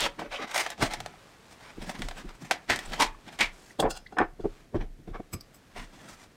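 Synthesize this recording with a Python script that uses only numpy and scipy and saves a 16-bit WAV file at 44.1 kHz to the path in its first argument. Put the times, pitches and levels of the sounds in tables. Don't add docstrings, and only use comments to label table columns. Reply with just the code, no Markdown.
import sys
import numpy as np
from scipy import signal
from scipy.fft import rfft, irfft, next_fast_len
from scipy.io import wavfile
from scipy.ndimage import uniform_filter1d, map_coordinates

SR = 44100
rng = np.random.default_rng(int(sys.argv[2]) if len(sys.argv) > 2 else 0)


def materialize(psi):
    bounded = np.clip(np.atleast_2d(psi).T, -1, 1)
    quanta = np.round(bounded * 32767).astype(np.int16)
    wavfile.write(sys.argv[1], SR, quanta)


N = 280463

LEAD = SR // 14
T = (np.arange(SR // 3) - LEAD) / SR
AFTER = np.maximum(T, 0)
TIME = np.arange(N) / SR

# pitch_hz [Hz], gain_db [dB]
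CONTENTS = [(50, -7), (130, -6.5), (280, 4.5), (520, -3), (700, 3), (1300, 1), (1900, -0.5), (3500, 0),
            (5000, -4), (8500, -12), (10500, -22), (13000, -21.5), (16000, -43)]


def amp(db):
    return 10 ** (np.asarray(db) / 20)


def unit(x):
    return x / np.sqrt(np.mean(x ** 2) + 1e-20)


def crest(x, size=220):
    return x / np.sqrt(uniform_filter1d(x ** 2, size).max() + 1e-20)


def fade(t, t60):
    return np.exp(-np.log(1000) * t / np.maximum(t60, 1e-4))


def swell(start, length, rise, t60):
    attack = fade(np.maximum(start - TIME, 0), rise)
    release = fade(np.maximum(TIME - start - length, 0), t60)
    return attack * release


def along(points, hz):
    f, v = np.transpose(points)
    return np.interp(np.log(hz + 1), np.log(f + 1), v)


def wobble(rate):
    knots = rng.standard_normal(int(N * rate / SR) + 4)
    return map_coordinates(knots, [np.arange(N) * rate / SR], order=1)


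def colour(x, gain):
    m = 2 * next_fast_len(len(x) // 2 + 4096)
    log_gain = np.log(np.maximum(gain(np.fft.rfftfreq(m, 1 / SR)), 1e-6))
    cepstrum = irfft(log_gain)
    cepstrum[1:m // 2] *= 2
    cepstrum[m // 2 + 1:] = 0
    return irfft(rfft(x, m) * np.exp(rfft(cepstrum)))[:len(x)]


def shaped(x, spectrum):
    return unit(colour(x, lambda hz: amp(along(spectrum, hz))))


def peak(hz, centre, width):
    return hz * width / np.hypot(centre ** 2 - hz ** 2, hz * width)


def grains(n, spread_db):
    size, sign = rng.standard_normal((2, n))
    return unit(sign * amp(spread_db * np.clip(size, -2, 2)))


def patchy(x, depth_db):
    z = signal.stft(x, nperseg=1024)[2]
    field = uniform_filter1d(rng.standard_normal(z.shape), size=5, axis=0)
    field = uniform_filter1d(field, size=9, axis=1)
    return unit(signal.istft(z * amp(depth_db * unit(field)), nperseg=1024)[1][:N])


def chatter(rise, t60, spread_db):
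    return grains(len(T), spread_db) * fade(AFTER - T, rise) * fade(AFTER, t60)


def ring(modes, damping, scatter_db, blur_hz):
    hz, db, t60 = np.transpose(modes)[:, :, None]
    strength, phase = rng.standard_normal((2, len(modes), 1))
    steps = rng.standard_normal((len(modes), len(T)))
    drift = np.cumsum(steps, axis=1) * np.sqrt(2 * np.pi * blur_hz / SR)
    level = amp(db + scatter_db * strength) * fade(AFTER * damping, t60)
    partials = level * np.sin(2 * np.pi * (hz * T + phase) + drift)
    return crest(partials.sum(axis=0) * (T >= 0))


def add(track, s, sound):
    start = round(s * SR) - LEAD
    part = sound[max(-start, 0):N - start]
    track[max(start, 0):][:len(part)] += part


def background():
    # pitch_hz [Hz], relative_level_db [dB per Hz]
    air_spectrum = [(18, -20.5), (30, 5), (81, 0), (117, 2.5), (264, 0), (755, -11.5), (955, -26),
                    (1750, -16), (2800, -21.5), (4980, -24), (7780, -26), (14600, -33), (15800, -38.5)]
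    # middle_s [s], length_s [s, between the points 4.3 dB down], rustle_db [dB]
    arm_sweeps = [(0.147, 0.23, -58.5), (1.26, 0.27, -56), (1.52, 0.22, -57.5), (1.985, 0.51, -52.5),
                  (2.596, .4, -59.5), (3.4, 0.95, -59.5), (4.537, 0.21, -59), (5.712, 1, -62),
                  (6.08, 0.47, -61)]
    air = amp(-59.5) * shaped(grains(N, spread_db=7.5), air_spectrum)
    cloth = shaped(grains(N, spread_db=7), [
        (100, -16), (400, 0), (1500, -3.5), (4000, -10.5), (8500, -17.5), (10500, -24.5), (16000, -31.5)])
    power = sum(amp(db) ** 2 * np.exp(-(2 * (TIME - s) / length) ** 2) for s, length, db in arm_sweeps)
    return air + np.sqrt(power) * amp(0.5 * wobble(13)) * cloth


def sway(sway_hz=27.0, rumble_db=-6):
    # start_s [s], sway_db [dB]
    shoves = [(.03, -43.5), (.3, -47), (.87, -36), (1.81, -39.5), (2.035, -32), (2.27, -42), (2.72, -47),
              (2.89, -34), (3.05, -38), (3.44, -41), (3.86, -33.5), (4.23, -39.5), (4.44, -35.5),
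              (4.79, -29), (5.11, -36), (5.34, -49), (5.79, -42), (6.13, -55)]
    rise_s, t60_s = 0.15, 0.47
    swing = unit(np.sin(2 * np.pi * sway_hz * TIME + 0.96 * wobble(10)))
    rumble = shaped(grains(N, spread_db=5.0), [
        (8, -19), (25, -0.5), (45, -3), (70, -22.5), (110, -12.5), (200, -36), (600, -92)])
    rocking = np.sqrt(sum((amp(db) * swell(s, 0, rise_s, t60_s)) ** 2 for s, db in shoves))
    return rocking * unit(swing + amp(rumble_db) * rumble)


def ticks():
    # contact_s [s], level_db [dB, loudest 5 ms], pitch_hz [Hz]
    touches = [(.664, -35.5, 1820), (1.139, -49, 755), (2.512, -26, 710), (2.861, -45.5, 7900),
               (3.147, -47, 1080), (3.708, -48.5, 1860), (3.801, -26.5, 3440), (4.065, -43.5, 1870),
               (4.071, -54, 4000), (5.337, -52, 2160), (5.411, -45, 4960)]
    out = np.zeros(N)
    for s, db, pitch_hz in touches:
        touch = chatter(rise=0.022, t60=0.017, spread_db=1.5)
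        tick = colour(touch, lambda hz: peak(hz, pitch_hz, 0.17 * pitch_hz) ** 2)
        add(out, s, amp(db) * crest(tick))
    return out


def steel(touches, modes, grip_hz, scratch_db, damping):
    out = np.zeros(N)

    def held(hz):
        widths = [grip_hz * (centre / 5000) ** 0.16 for centre, _, _ in modes]
        resonances = sum(amp(level) * peak(hz, centre, width) ** 2
                         for (centre, level, _), width in zip(modes, widths))
        return resonances + amp(scratch_db)

    for s, db, rise, t60, ring_db, treble_db in touches:
        clink = crest(colour(chatter(rise, t60, spread_db=15.5), held))
        clink += amp(ring_db) * ring(modes, damping=damping, scatter_db=4.5, blur_hz=39.3)
        tilted = colour(clink, lambda hz: amp(along([(1500, 0.0093), (12000, treble_db)], hz)))
        add(out, s, amp(db) * crest(tilted))
    return out


def tweezers():
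    # contact_s [s], level_db [dB, loudest 5 ms], rise_s [s per 60 dB], chatter_t60_s [s],
    # ring_db [dB re chatter], treble_db [dB at 12 kHz]
    touches = [(5.338, -35.5, 0.033, 0.037, -7, -12.5), (5.410, -52, .004, 0.016, -14, 0),
               (5.547, -54, 0.041, 0.13, -15, -7)]
    # [s, before damping divides it]
    modes = [(1190, -4, 0.19), (2325, -10, .12), (5050, -1.5, 0.16), (6360, -7, 0.12), (7840, 5, 0.15),
             (8500, -3, 0.15), (9600, -21, 0.1), (11100, -7, 0.07), (11600, 2, 0.22), (13700, -1, .08),
             (15000, 2, .035)]
    return steel(touches, modes, grip_hz=330, scratch_db=-15, damping=1.6)


def tools():
    # contact_s [s], level_db [dB, loudest 5 ms], rise_s [s per 60 dB], chatter_t60_s [s],
    # ring_db [dB re chatter], treble_db [dB at 12 kHz]
    touches = [(3.802, -30, 0.024, 0.062, -29, 7), (3.909, -33, 0.037, 0.03, -2, 0),
               (3.970, -40.5, 0.12, 0.071, -32, -7.5), (4.125, -42, 0.053, 0.1, 8, -26),
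               (4.186, -28.5, 0.0015, 0.003, -19, -23.5), (4.405, -57, 0.033, 0.15, 7, -15)]
    # [s, before damping divides it]
    modes = [(780, 6, 0.061), (1440, 3.5, 0.14), (2750, 1.5, 0.24), (3370, 1, 0.055), (4110, -1.5, .2),
             (4680, 0.5, .2), (5100, -4.5, 0.35), (5300, -7, 0.2), (5980, -9, 0.38), (6420, -2, 0.17),
             (7100, 1.5, 0.076), (7860, -2, 0.11), (8530, 1.5, 0.091), (9700, -9, 0.11),
             (10400, -20, 0.083), (12100, -22, .12)]
    return steel(touches, modes, grip_hz=210, scratch_db=-18, damping=1.13)


def knocks(approach_cycles=12):
    # contact_s [s], level_db [dB, loudest 5 ms], softness_hz [Hz], chatter_t60_s [s], thump_db [dB]
    blows = [(.195, -35, 690, .13, -20), (.219, -31.5, 720, 0.05, -22), (.796, -38, 298, .13, -2),
             (.828, -21.5, 1300, 0.02, 7), (.842, -32.5, 248, 0.1, 4), (.983, -46, 266, 0.64, 5),
             (1.782, -35, 347, 0.033, -3.5), (1.995, -37.5, 253, 0.11, -22), (2.051, -40, 247, 0.063, 0),
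             (2.252, -40, 210, 0.073, -11), (3.796, -23.5, 714, 0.093, -2), (3.803, -25, 760, 0.04, -22),
             (3.827, -23, 950, 0.21, -16), (3.839, -21, 456, 0.094, -29), (3.853, -20.5, 930, .14, -12),
             (4.125, -45.5, 500, 0.38, -3), (4.17, -30, 1470, 0.22, -20), (4.186, -19.5, 1640, 0.16, -27),
             (4.204, -18.5, 844, 0.076, -23), (4.215, -19.5, 1410, 0.1, -8), (4.4, -34, 354, 0.057, -10),
             (4.447, -28, 436, .046, -21), (4.456, -20, 402, 0.062, -30), (4.747, -26, 403, 0.096, -0.5),
             (4.757, -24.5, 373, 0.1, 0), (4.818, -45.5, 684, 0.18, -12), (4.992, -48.5, 257, 0.16, 4),
             (5.079, -36.5, 374, 0.19, 9), (5.149, -39.5, 710, 0.094, -18), (5.203, -33.5, 360, .026, -18),
             (5.337, -32.5, 300, 0.17, 4.5), (5.763, -39.5, 1060, 0.12, -2)]
    # pitch_hz [Hz], width_hz [Hz], level_db [dB]
    desk_modes = [(241, 230, -9), (324.6, 55, -0.5), (430, 160, -1.5), (736, 83, 1.5), (1020, 660, -3.5),
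                  (1300, 34, -7), (1524, 31, 0), (1784, 63, 3), (2230, 780, -5)]
    out = np.zeros(N)

    def desk(hz):
        return np.sqrt(sum((amp(level) * peak(hz, centre, width)) ** 2 for centre, width, level in desk_modes))

    def spring(hz, soft_hz):
        muffling = 1 / np.hypot(1, (hz / soft_hz) ** 2.83)
        return muffling + 0.47 * peak(hz, soft_hz, 0.14 * soft_hz) ** 2 + amp(-42)

    for s, db, soft_hz, t60, thump_db in blows:
        rise_s = 0.0036 + approach_cycles / soft_hz
        blow = (T == 0) + 0.11 * chatter(rise=rise_s, t60=t60, spread_db=5.5)
        thump = lambda hz: amp(thump_db) * peak(hz, 119, 114) ** 2
        knock = colour(blow, lambda hz: np.hypot(desk(hz), thump(hz)) * spring(hz, soft_hz))
        add(out, s, amp(db) * crest(knock))
    return out


def rattles():
    # contact_s [s], level_db [dB, loudest 15 ms],
    # rise_s [s per 60 dB], t60_s [s], cavity_hz [Hz], cavity_db [dB], table_db [dB of bass lift]
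    jolts = [(.045, -29, 0.99, 0.053, 3370, 2, -17), (.364, -37, 0.11, 0.081, 2880, 19, -3),
             (.830, -24, 0.11, 0.14, 640, 5, 15.5), (2.703, -22, 0.042, 0.19, 1880, 10.5, 10),
             (3.003, -21, 0.041, 0.13, 940, 13.5, 8.5), (3.025, -23.5, 0.062, 0.12, 1020, 2.5, -4),
             (3.411, -19.5, 0.049, 0.15, 2195, 13, 2)]
    out = np.zeros(N)
    for s, db, rise, t60, cavity_hz, cavity_db, table_db in jolts:
        hard = (rng.random(len(T)) < 260 / SR) & (T > 0)
        contacts = chatter(rise, t60, spread_db=7) + 6 * hard * fade(AFTER, t60)
        shell = lambda hz: amp(along(CONTENTS, hz) + table_db / (1 + (hz / 400) ** 2))
        cavity = lambda hz: 1 + amp(cavity_db) * peak(hz, cavity_hz, 0.27 * cavity_hz) ** 2
        rattle = colour(contacts, lambda hz: shell(hz) * cavity(hz))
        add(out, s, amp(db) * crest(rattle, size=660))
    return out


def clicks(wash_db=0, wash_t60=.13):
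    # contact_s [s], push_db [dB, loudest 5 ms], treble_lift_db [dB], ring_db [dB re push]
    snaps = [(0.006, -31, 21, -5.5), (0.193, -47, 6, 7), (0.513, -39, 5, -10), (0.5445, -29.5, 6, -12),
             (0.552, -43, 10, -13), (0.578, -26, 10, -5), (0.609, -33, 10, -15), (0.663, -28.5, -13, -18),
             (0.703, -34.5, 11, -22), (0.779, -48, -9, -15), (0.825, -31, 5, -25), (0.936, -31, 11, -9),
             (1.003, -33.5, -2, -24), (1.061, -33, -2, -32), (1.894, -31, -5.5, -30),
             (2.02, -32.5, -7, -8.5), (2.086, -34.5, 3, -31), (2.111, -38, -12, -27),
             (2.5107, -18, -5, -7.5), (2.699, -22, -5, -11), (2.76, -32.5, 12, -17), (2.79, -34, 8, -6),
             (2.921, -39, -4, -12), (2.934, -35.5, -7.5, -1), (3.001, -28, 8, -13), (3.009, -26.5, 13, 1.5),
             (3.021, -23, 5, -3), (3.389, -38, 4, 4.5), (3.407, -31.5, 10, -2)]
    # [s, before damping divides it]
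    shell_modes = [(704, -16, 0.075), (1460, -11, 0.38), (1750, -4, 0.44), (1973, 5.5, 0.27),
                   (2290, 12, 0.09), (2470, -10, 0.52), (3210, 3.5, 0.094), (3470, -13, 0.26),
                   (4530, -23.5, 0.19), (4850, -24, 0.063), (5380, -11, 0.27), (7150, -13, 0.25),
                   (7800, -31.5, 0.088), (9030, -8.5, 0.17)]
    # pitch_hz [Hz], gain_db [dB]
    snap_tone = [(100, -36), (450, -8), (720, 6), (1050, -4.5), (1900, -2.5), (2700, -9.5), (3400, -5),
                 (4500, -11), (8000, -14), (12000, -26), (16000, -32.5)]
    out = np.zeros(N)
    for s, db, treble_db, ring_db in snaps:
        push = (T == 0) + 0.24 * chatter(rise=0.0002, t60=0.035, spread_db=8.5)
        hardness = lambda hz: amp(along(snap_tone, hz) + treble_db * hz ** 2 / (hz ** 2 + 4000 ** 2))
        snap = crest(colour(push, hardness))
        dense = chatter(rise=0.0002, t60=wash_t60, spread_db=2)
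        wash = crest(colour(dense, lambda hz: amp(along(CONTENTS, hz))))
        clear = ring(shell_modes, damping=1.5, scatter_db=2.0, blur_hz=65)
        shell = crest(clear + amp(wash_db) * wash)
        add(out, s, amp(db) * (snap + amp(ring_db) * shell))
    return out


def stroke_levels():
    # [dB re friction, in the table top]
    strokes = [(0.0, 0.066, -32.5, -28.5, -14.5, -10.5), (0.194, 0.073, -37, -43.5, -28.5, -1.5),
               (0.325, 0.06, -33.5, -48, -17, -24), (0.398, 0.051, -38.5, -40.5, -21.5, -3.5),
               (0.479, 0.064, -44, -41, -13.5, -22), (0.55, 0.079, -30, -34, -6.5, -34),
               (0.65, 0.082, -42, -45, -12.5, -24), (0.824, 0.05, -29.5, -39, -9, -18),
               (0.904, 0.036, -40.5, -33.5, -12.5, -15), (0.972, 0.19, -50, -59, -11.5, 2),
               (1.513, 0.017, -54, -55.5, -4, -7), (1.61, 0.1, -50.5, -51.5, -12.5, -4),
               (1.823, .018, -38.5, -45, -11, -3), (1.869, 0.033, -47, -40.5, -7.5, -3),
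               (1.953, 0.012, -41, -49, -15, -6), (1.994, 0.12, -48, -56.5, -7, 4.5),
               (2.168, 0.038, -43, -46, -11, -4), (2.293, 0.017, -46, -53.5, -16.5, -1.5),
               (2.345, .02, -59, -62, -5, -3), (2.419, 0.082, -47.5, -57, -8, 1.5),
               (2.74, 0.16, -49.5, -45, -10, -3), (2.924, 0.014, -36, -36, -11.5, -4),
               (2.96, 0.037, -46, -42, -12, -2.5), (3.27, .02, -47.5, -47, -15, -4),
               (3.327, .02, -48, -49.5, -8, -7), (3.53, 0.19, -63.5, -60.5, 0, -4),
               (4.756, 0.012, -47, -48.5, -23.5, -5), (4.812, 0.013, -43.5, -46, -27.5, 0.5),
               (5.082, .02, -52, -60, -22.5, 10), (5.145, 0.013, -48, -44.5, -30, -12),
               (5.765, 0.082, -46, -48.5, -10.5, -9), (5.935, 0.16, -56.5, -54.5, -8.5, -4),
               (6.088, 0.058, -50, -56.5, -2, -8.5), (6.174, 0.066, -58.5, -53, -7, -29)]
    rise_s, stop_s = .06, 0.1
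    power = np.full((3, N), 1e-12)
    for start, length, first_db, last_db, hiss_db, drone_db in strokes:
        pressure = amp(np.interp(TIME, [start, start + length], [first_db, last_db]))
        layers = amp([[0], [hiss_db], [drone_db]])
        power += (layers * pressure * swell(start, length, rise_s, stop_s)) ** 2
    return 10 * np.log10(power)


def sliding():
    # pitch_hz [Hz], relative_level_db [dB per Hz]
    rasp_spectrum = [(210, -26), (350, -10.5), (543, -2.5), (627, 1), (996, -1), (1110, -3.5), (1580, -3.5),
                     (1810, -2), (2210, -4), (2870, -8.5), (3160, -6.5), (5020, -16), (6000, -16.5),
                     (7800, -45.5), (13200, -120)]
    hiss_spectrum = [(3000, -15), (5000, 1.5), (8700, -1.5), (10000, -9.5), (12500, -12), (16000, -17)]
    drone_spectrum = [(50, -26), (120, -1.5), (200, 2.5), (320, 0), (450, -7), (700, -46)]
    rasp_db, hiss_db, drone_db = stroke_levels()
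    firmness = np.interp(rasp_db, [-54, -34], [.6, 1.1])
    grip = unit(amp(firmness * (3.14 * wobble(110) + 0.56 * wobble(700))))
    bare = patchy(shaped(grains(N, spread_db=8.5), rasp_spectrum), depth_db=2.5)
    low_pass = signal.butter(2, 1500, fs=SR, output="sos")
    skin = patchy(shaped(grains(N, spread_db=2.5), rasp_spectrum), depth_db=6.5)
    muffled = unit(signal.sosfilt(low_pass, skin))
    soft = np.clip(np.interp(hiss_db - rasp_db, [-29, -16], [.9, 0]), 0, 1)
    rasp = amp(rasp_db) * (np.sqrt(1 - soft) * bare + np.sqrt(soft) * muffled)
    hiss = amp(hiss_db) * patchy(shaped(grains(N, spread_db=0.5), hiss_spectrum), depth_db=2.5)
    drone = amp(drone_db) * patchy(shaped(grains(N, spread_db=4.0), drone_spectrum), depth_db=5.5)
    return grip * (rasp + hiss) + drone


def room(x):
    # pitch_hz [Hz], t60_s [s]
    decay = [(100, 0.28), (1000, 0.27), (4000, 0.17), (14000, 0.056)]
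    hz, t, z = signal.stft(rng.standard_normal(SR // 2), SR, nperseg=256)
    tail = signal.istft(z * fade(t, along(decay, hz)[:, None]), SR, nperseg=256)[1]
    delayed = np.pad(tail, (SR // 200, 0))
    return signal.fftconvolve(x, delayed / np.linalg.norm(tail))[:N]


def scene():
    bright = sliding() + clicks() + rattles() + ticks() + tools() + tweezers()
    dull = knocks()
    walls = room(amp(-16.5) * bright + amp(-25.0) * dull)
    return (bright + dull + walls + sway() + background())[None]


def record(dry):
    ceiling, top_hz = .48, 15950
    rounded = dry / (1 + (dry / ceiling) ** 4) ** (1 / 4)
    low_pass = signal.firwin(301, top_hz, fs=SR, window="blackman")
    return signal.fftconvolve(rounded, low_pass[None], mode="same")


dry = scene()
out = record(dry)
materialize(out)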